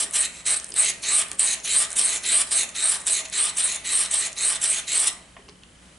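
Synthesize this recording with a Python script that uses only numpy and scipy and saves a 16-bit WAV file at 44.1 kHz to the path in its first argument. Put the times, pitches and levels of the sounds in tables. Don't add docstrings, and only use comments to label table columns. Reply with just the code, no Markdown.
import sys
import numpy as np
from scipy import signal
from scipy.io import wavfile
from scipy.ndimage import uniform_filter1d

SR = 44100
rng = np.random.default_rng(int(sys.argv[2]) if len(sys.argv) > 2 else 0)


def to_linear_factor(level_db):
    exponent = np.asarray(level_db, float) / 20
    return 10 ** exponent


def master_out(mix):
    frames = np.transpose(np.atleast_2d(mix))
    ceiling = np.clip(frames, -1, 1)
    pcm = np.round(ceiling * 32767).astype(np.int16)
    wavfile.write(sys.argv[1], SR, pcm)


N = 263718

# (start [s], length [s], pressure [dB], from place [0-1], to place [0-1])
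STROKES = [(-0.046, 0.084, -1, 0.78, 0.64), (0.118, 0.139, 0.05, 0.94, 0.26),
           (0.445, 0.1, -0.1, 0.35, 0.54), (0.745, 0.16, 1.5, 0.65, 0.21), (1.015, 0.21, 1.0, 0.044, 0.82),
           (1.377, 0.17, 0.1, 0.72, 0.12), (1.631, 0.22, 0.8, 0.0, 0.86), (1.946, 0.23, 0, 0.91, 0.025),
           (2.221, 0.2, 1.5, 0.075, 0.77), (2.5, 0.14, 2, 0.81, 0.059), (2.735, 0.23, -1.4, 0.1, 0.88),
           (3.05, 0.16, 0.1, 0.91, 0.02), (3.309, 0.19, -1.0, 0.084, 0.94), (3.55, 0.21, -1.5, 0.94, 0.035),
           (3.831, 0.23, -1.15, 0.11, 0.93), (4.095, 0.18, -0.9, 1.0, 0.068),
           (4.352, 0.21, -1.3, 0.09, 0.95), (4.598, 0.2, -1.5, 0.92, 0.1), (4.861, 0.23, -0.8, 0.15, 0.92)]
# (place [0-1], bit [dB], hone [dB], bench [dB])
FORWARD_RESPONSE = [(0.0, -26.5, -34, -44.5), (0.17, -30.5, -34, -38), (0.37, -26, -30.5, -36),
                    (0.5, -18.5, -30, -34.5), (0.61, -20, -33.5, -38.5), (0.73, -22, -31, -34.5),
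                    (0.87, -29.5, -33, -39), (1.0, -24.5, -29.5, -40.5)]
# (place [0-1], bit [dB], hone [dB], bench [dB])
BACKWARD_RESPONSE = [(-0.0, -28.5, -36.5, -39.5), (0.16, -25.5, -34, -36.5), (0.34, -24.5, -30.5, -36),
                     (0.5, -17, -36, -37), (0.62, -24.5, -32.5, -39.5), (0.74, -17, -27.0, -34.5),
                     (0.87, -26.5, -38, -46.5), (1.0, -19, -28, -44)]
# (bit [dB], hone [dB], bench [dB])
COAST_DB = (-44, -45, -43.5)
# (bit [dB], hone [dB], bench [dB])
CREEP_DB = (-50.5, -65, -58.5)
# (start [s], length [s], bit [dB], hone [dB], bench [dB])
SLIPS = [(.333, .082, -46, -50, -52.5), (0.554, 0.022, -25.5, -37.5, -42.5), (.605, 0.055, -56, -53, -69),
         (1.388, .025, -17, -36, -50), (1.952, 0.013, -32, -53, -50), (1.273, 0.084, -45, -55, -52),
         (1.897, 0.048, -40, -50, -47.5), (2.463, 0.033, -40, -47, -53), (2.682, 0.022, -40, -53, -47.5),
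         (2.993, 0.027, -41, -57, -58), (3.246, 0.013, -35, -39, -41), (5.062, 0.02, -20, -24.5, -40)]
# (start [s], length [s])
LIFTS = [
    (.417, 0.03),
    (1.352, 0.038),
    (4.334, 0.018),
]

# (frequency [Hz], width [Hz],
# level [dB] when touched at the handle end, one quarter, middle, three quarters, tip)
BIT_MODES = [(6420, 460, -9, -0.5, -13, -19, -0.5), (6980, 910, 4, -4, -21.5, -6, -4),
             (7690, 670, -2, -8, -10.5, 0, -5.5), (8020, 160, -32, -5.5, 0, -2.5, 3),
             (8170, 120, -16, -10.5, -8, -16, -25), (8290, 250, -11, -8.5, 2, -7, -1),
             (8560, 92, -28, -8, 0.5, 1, -13), (8810, 160, 0, -11.5, -4.5, 1, -10),
             (9200, 510, -1, -17, 1, -13.5, -9), (9710, 150, -10, -2, -15, -6, -6.5),
             (10080, 210, 2, -11, -7, -6, -29), (10850, 370, -1.5, -3, -12.5, 0.5, -5)]
HONE_MODES = [(3035, 680, -2, 1, 3.5, 3, 1.5), (3610, 190, 5, -1.5, -4.5, 0.5, 0),
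              (3903, 500, -2.5, 7.5, 7.5, -4, 5), (4380, 440, 5, -5.5, 0.5, -6.5, -5),
              (4705, 230, -5, -4.5, -1.5, -1, -12), (5600, 1300, 9, -4.5, -1, 7, 0.5)]
BENCH_MODES = [(627.5, 167, -8, -21, -8.5, -9, -13.5), (1095, 580, -14.5, -11, -8, -3.5, -6.5),
               (1203, 60, -14, -11.5, -5.5, -2, -8.5), (1546, 670, -14.5, -8.5, -2, -3.5, -3.5),
               (1874, 110, -14.5, -3, -4, -1, -9.5), (2006, 250, -15, -2, -7, -13, -1),
               (2570, 730, -4, 3.5, 2, 2.5, -16)]
# (frequency [Hz], width [Hz], level [dB])
BENCH_LOW_MODES = [(240, 142, 2), (418, 36, 2.5), (548, 29, -6.5)]
# (place [0-1], frequency [Hz])
EDGE_RING = [(0, 6420), (.45, 8140), (.75, 9770), (1, 9000)]

# (time [s], peak [dB], pitch [Hz], low part [dB])
ROCKING_TICKS = [(0.1096, -17, 10300, -34), (0.589, -24, 8700, -21.5), (0.599, -17.5, 6800, -45),
                 (0.6436, -17.5, 9400, -20), (0.6664, -29, 8500, -24), (0.684, -28, 8700, -29),
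                 (0.69, -24, 9430, -28), (0.7018, -27, 9200, -34), (0.705, -22, 9400, -38),
                 (0.7184, -33, 6730, -29), (0.7211, -22, 4930, -39), (0.7404, -15, 9740, -18),
                 (1.2795, -28, 9500, -33), (1.284, -19.5, 9200, -22), (1.3154, -11.5, 9050, -13),
                 (1.331, -23, 8100, -28), (1.345, -30.5, 8000, -21), (1.9043, -21, 8200, -39),
                 (1.9176, -17.5, 8420, -24), (1.929, -14, 8350, -28), (3.006, -31, 8000, -25),
                 (4.109, -19, 8650, -25), (4.113, -14, 8560, -16), (4.131, -13, 8360, -28),
                 (0.3691, -33, 4250, -34),
    (1.6004, -27, 6640, -22),
    (2.691, -22, 8100, -30),
    (3.284, -28, 9790, -12),
    (3.2987, -22.5, 8070, -31),
    (4.318, -31, 9500, -30),
    (4.329, -21, 7500, -30),
    (4.844, -31, 7500, -28),
]
# (time [s], peak [dB], pitch [Hz], low part [dB], decay [ms])
LETTING_GO = [
    (5.483, -40, 2420, 3.5, 0.47),
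    (5.4884, -34.5, 4600, -20, 1.2),
    (5.4943, -31.5, 4900, -9, 1.5),
    (5.6344, -33, 3760, -7, 1.2),
]
# (time [s], peak [dB], decay [ms], hardness [dB])
THUDS = [
    (0.019, -37.5, 32, -9),
    (.69, -43, 46, -30),
    (1.951, -35.5, 87, -7),
    (5.3659, -33.5, 5.9, 15),
    (5.385, -43, 16, -7),
    (5.451, -47, 31, -18),
    (5.485, -40.5, 6.6, -5.5),
    (1.314, -32, 8.5, 2),
]

# (frequency [Hz], t60 [s], left-right difference [dB])
SHOP = [(200, 1, -21), (1030, 0.46, -4.5), (2970, 0.22, 1), (9000, 0.28, -3.5)]
# (frequency [Hz], density [dB per Hz])
AIR = [(18, -45), (30, -8), (92, -13), (151, -10), (185, -9), (214, -12.5), (282, -14.5), (441, -21),
       (538, -13.5), (610, -18), (2520, -20), (3070, -21.5), (5600, -26.5), (9000, -23), (11500, -26.5),
       (15000, -77), (22000, -120)]
# (time [s], level [dB])
AIR_SWELL = [(0, 2), (5.3, -1.5), (5.6, -4), (5.81, -2), (5.83, 0), (5.98, -1)]
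# (frequency [Hz], correlation [-1 to 1])
AIR_SAME = [(60, 0.97), (220, 0.88), (820, 0.23), (3020, 0.46), (11200, 0.73)]
# (frequency [Hz], rms [dB])
HUM = [(60, -62.5), (90, -76), (183, -65.5)]
# (time [s], peak level [dB])
PIP_DB = [(5.8, -51.5), (5.83, -54)]


def rubbing():
    place, bit_drive, hone_drive, bench_drive = hand()
    slips = grit(2200, spread_db=2.5, slurry=0.68, clump_db=0.81)
    finer = slips + 0.56 * rng.standard_normal(N)
    bench = touched(finer, BENCH_MODES, place) + to_linear_factor(-17.0) * body(finer, BENCH_LOW_MODES)

    forward = uniform_filter1d(1.0 * (np.gradient(place) > 0), size=400)
    edge_hz = np.interp(place, *np.transpose(EDGE_RING))
    edge_gain = 0.17 + 0.48 * forward
    edge = edge_gain * gliding(slips, edge_hz, 840)
    ring = chatter(depth_db=4.2) * (touched(slips, BIT_MODES, place) + edge)

    squeak_hz, squeak_width_hz, squeak_db = 5870, 710, 5.5
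    squeak_place, squeak_reach = 0.85, 0.05
    nearness = np.exp(-((place - squeak_place) / squeak_reach) ** 2)
    squeak = (1 - forward) * nearness * body(finer, [(squeak_hz, squeak_width_hz, 0)])
    hone = touched(finer, HONE_MODES, place) + to_linear_factor(squeak_db) * squeak
    return bit_drive * ring + hone_drive * hone + bench_drive * bench


def hand():
    t = np.arange(0, N + 64, 32) / SR
    stroke_attack_s, stroke_release_s = 0.019, 0.019
    slip_attack_s, slip_release_s = 0.0064, 0.011
    coast_db_per_s, lift_db = -118, -7

    start, length, _, origin, goal = np.transpose(STROKES)
    turn_times = np.ravel([start, start + length], "F")
    turn_places = np.clip(np.ravel([origin, goal], "F"), 0, 1)
    place = np.interp(t, turn_times, turn_places)

    power = to_linear_factor(2 * np.array(CREEP_DB))[:, None] * (t < start[-1] + length[-1])
    for s, long, pressure_db, origin, goal in STROKES:
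        at, *answers = np.transpose(FORWARD_RESPONSE if goal > origin else BACKWARD_RESPONSE)
        answer_db = np.array([np.interp(place, at, a) for a in answers])
        stroke = to_linear_factor(pressure_db + answer_db) * gate(t, s, long, stroke_attack_s, stroke_release_s)
        since = t - s - long
        coast_db = np.array(COAST_DB)[:, None] + coast_db_per_s * np.maximum(since, 0)
        coast = to_linear_factor(coast_db) * (since > 0)
        power = power + stroke ** 2 + coast ** 2
    for s, long in LIFTS:
        power = power * to_linear_factor(2 * lift_db * gate(t, s, long, slip_attack_s, slip_release_s))
    for s, long, *dbs in SLIPS:
        slip = to_linear_factor(np.array(dbs))[:, None] * gate(t, s, long, slip_attack_s, slip_release_s)
        power = power + slip ** 2
    return [np.interp(np.arange(N) / SR, t, curve) for curve in (place, *np.sqrt(power))]


def gate(t, start, length, attack_s, release_s):
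    edge_db = -23.5
    rise = (t - start) / attack_s
    fall = (start + length - t) / release_s + 1
    inside = np.minimum(rise, fall)
    return to_linear_factor(edge_db * (1 - np.minimum(inside, 1)))


def grit(per_s, spread_db, slurry, clump_db):
    sizes = to_linear_factor(spread_db * np.minimum(rng.exponential(1, N), 3.0))
    happens = rng.random(N) < per_s / SR
    slips = sizes * happens * rng.choice([-1.0, 1.0], N)
    clumps = uniform_filter1d(uniform_filter1d(rng.standard_normal(N), size=200), size=200)
    excitation = evened(slips) + slurry * rng.standard_normal(N)
    return evened(excitation * to_linear_factor(clump_db * evened(clumps)))


def touched(x, modes, place):
    grip_db, grip_per_s = 2.5, 14
    t, knots = np.arange(N) / SR, np.arange(0, N / SR + 1, 1 / grip_per_s)
    gains, rings = [], []
    for hz, width, *dbs in modes:
        shape = to_linear_factor(np.interp(4 * place, range(5), dbs))
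        grip = np.interp(t, knots, rng.standard_normal(len(knots)))
        gains.append(shape * to_linear_factor(grip_db * grip))
        rings.append(evened(resonate(resonate(x, hz, width), hz, 1.51 * width)))
    total = sum((-1) ** k * g * r for k, (g, r) in enumerate(zip(gains, rings)))
    return total / np.linalg.norm(gains, axis=0)


def gliding(x, hz, width):
    turn = np.exp(2j * np.pi * np.cumsum(hz) / SR)
    r = np.exp(-np.pi * width / SR)
    smoothed = signal.lfilter([1], [1, -2 * r, r * r], x / turn)
    return evened((turn * smoothed).real)


def chatter(depth_db):
    bounce = uniform_filter1d(uniform_filter1d(rng.standard_normal(N), size=36), size=36)
    return evened(to_linear_factor(depth_db * np.tanh(evened(bounce))))


def body(x, modes):
    total = 0
    for k, (hz, width, db, *_) in enumerate(modes):
        total = total + (-1) ** k * to_linear_factor(db) * resonate(x, hz, width) / np.sqrt(width)
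    return evened(total)


def resonate(x, hz, width):
    return signal.lfilter(*signal.iirpeak(hz, hz / width, SR), x)


def evened(x):
    return x / np.sqrt(np.mean(x ** 2) + 1e-20)


def ticks():
    size, tick_ms = 2000, 0.86
    out, ms = np.zeros(N + size), np.arange(size) / SR * 1000
    rows = [(*row, tick_ms) for row in ROCKING_TICKS] + LETTING_GO
    shakes = rng.standard_normal((len(rows), size))
    for (s, db, hz, low_db, decay_ms), shake in zip(rows, shakes):
        burst = shake * np.exp(-ms / max(decay_ms, 0.2)) * np.minimum(ms / 0.4, 1)
        ring = resonate(resonate(burst, hz, 2000), hz, 5200)
        knock = body(shake * np.exp(-ms / 2.3), BENCH_MODES[3:])
        at = round(s * SR)
        out[at:at + size] += to_linear_factor(db) * (ring / abs(ring).max() + to_linear_factor(low_db) * knock / abs(knock).max())
    return out[:N]


def thuds():
    size = 8000
    upper_modes = [(800, 500, 0), (1220, 350, 0), (1750, 500, 0), (2500, 900, 0)]  # (Hz, width Hz, dB)
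    out, ms = np.zeros(N + size), np.arange(size) / SR * 1000
    shakes = rng.standard_normal((len(THUDS), size))
    for (s, db, decay_ms, hard_db), shake in zip(THUDS, shakes):
        push = shake * np.exp(-ms / decay_ms) * np.minimum(ms * to_linear_factor(hard_db), 1)
        thud = body(push, BENCH_LOW_MODES) + to_linear_factor(hard_db) * body(push, upper_modes)
        at = round(s * SR)
        out[at:at + size] += to_linear_factor(db) * thud / abs(thud).max()
    return out[:N]


def shop(x):
    taps = np.zeros((2, SR // 2))
    at = np.arange(100, SR // 2 - 20, 20)
    at = at + rng.integers(0, 20, (2, len(at)))
    signs = rng.choice([-1.0, 1.0], at.shape)
    np.put_along_axis(taps, at, signs, 1)
    hz, t, z = signal.stft(taps, SR, nperseg=256)
    t60 = read([(row[0], row[1]) for row in SHOP], hz)[:, None]
    apart_db = read([(row[0], row[2]) for row in SHOP], hz)[:, None]
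    shared, apart = z * to_linear_factor(-60 * t / t60)
    apart = to_linear_factor(apart_db) * apart
    tail = signal.istft(np.array([shared + apart, shared - apart]), SR, nperseg=256)[1]
    return signal.fftconvolve(x[None], tail / np.linalg.norm(tail[0]), axes=1)[:, :N]


def read(points, hz):
    f, value = np.transpose(points)
    return np.interp(np.log(hz + 1), np.log(f + 1), value)


def air():
    frames, hz = N // 512 + 5, np.fft.rfftfreq(2048, 1 / SR)
    a, b, c, d = rng.standard_normal((frames, 1025, 4)).T
    same = np.clip(read(AIR_SAME, hz), -1, 1)[:, None]
    left = a + 1j * b
    right = same * left + np.sqrt(1 - same ** 2) * (c + 1j * d)
    swell_db = np.interp(np.arange(frames) * 512 / SR, *np.transpose(AIR_SWELL)) * (hz[:, None] > 500)
    spectra = np.array([left, right]) * to_linear_factor(read(AIR, hz)[:, None] + swell_db)
    noise = evened(signal.istft(spectra, nperseg=2048, noverlap=1536)[1][:, :N])
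    t = np.arange(N) / SR
    hum = sum(to_linear_factor(db) * np.sqrt(2) * np.sin(2 * np.pi * f * t) for f, db in HUM)
    return to_linear_factor(-51) * noise + hum


def electric_tick():
    rate_hz, first_s, pip_hz, pip_s = 30.02, 5.2222, 3085, 0.008
    t = np.arange(N) / SR
    count, since = np.divmod(t - first_s, 1 / rate_hz)
    variation_db = 1.5 * rng.standard_normal(400)[count.astype(int) % 400]
    db = np.interp(t, *np.transpose(PIP_DB)) + variation_db
    envelope = np.sin(np.pi * np.sqrt(np.clip(since / pip_s, 0, 1))) ** 2
    return to_linear_factor(db) * envelope * np.sin(2 * np.pi * pip_hz * since)


def scene():
    no_bass = signal.butter(2, 200, "high", fs=SR, output="sos")
    near = signal.sosfilt(no_bass, rubbing() + ticks() + thuds())
    dull = signal.lfilter([0.45], [1, -0.55], near)
    direct = near * to_linear_factor(np.array([[-0.9], [-0.1]]))
    return direct + to_linear_factor(-5.0) * shop(dull) + air() + electric_tick()


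def band_limit(x):
    return signal.sosfilt(signal.butter(12, 11770, fs=SR, output="sos"), x)


def record(dry):
    squeezed = 0.5 * np.tanh(dry / 0.5)
    low_pass = signal.firwin(161, 10890, window=("kaiser", 7), fs=SR)
    limited = signal.oaconvolve(squeezed, low_pass[None], "same")
    return band_limit(limited)


dry = scene()
out = record(dry)
master_out(out)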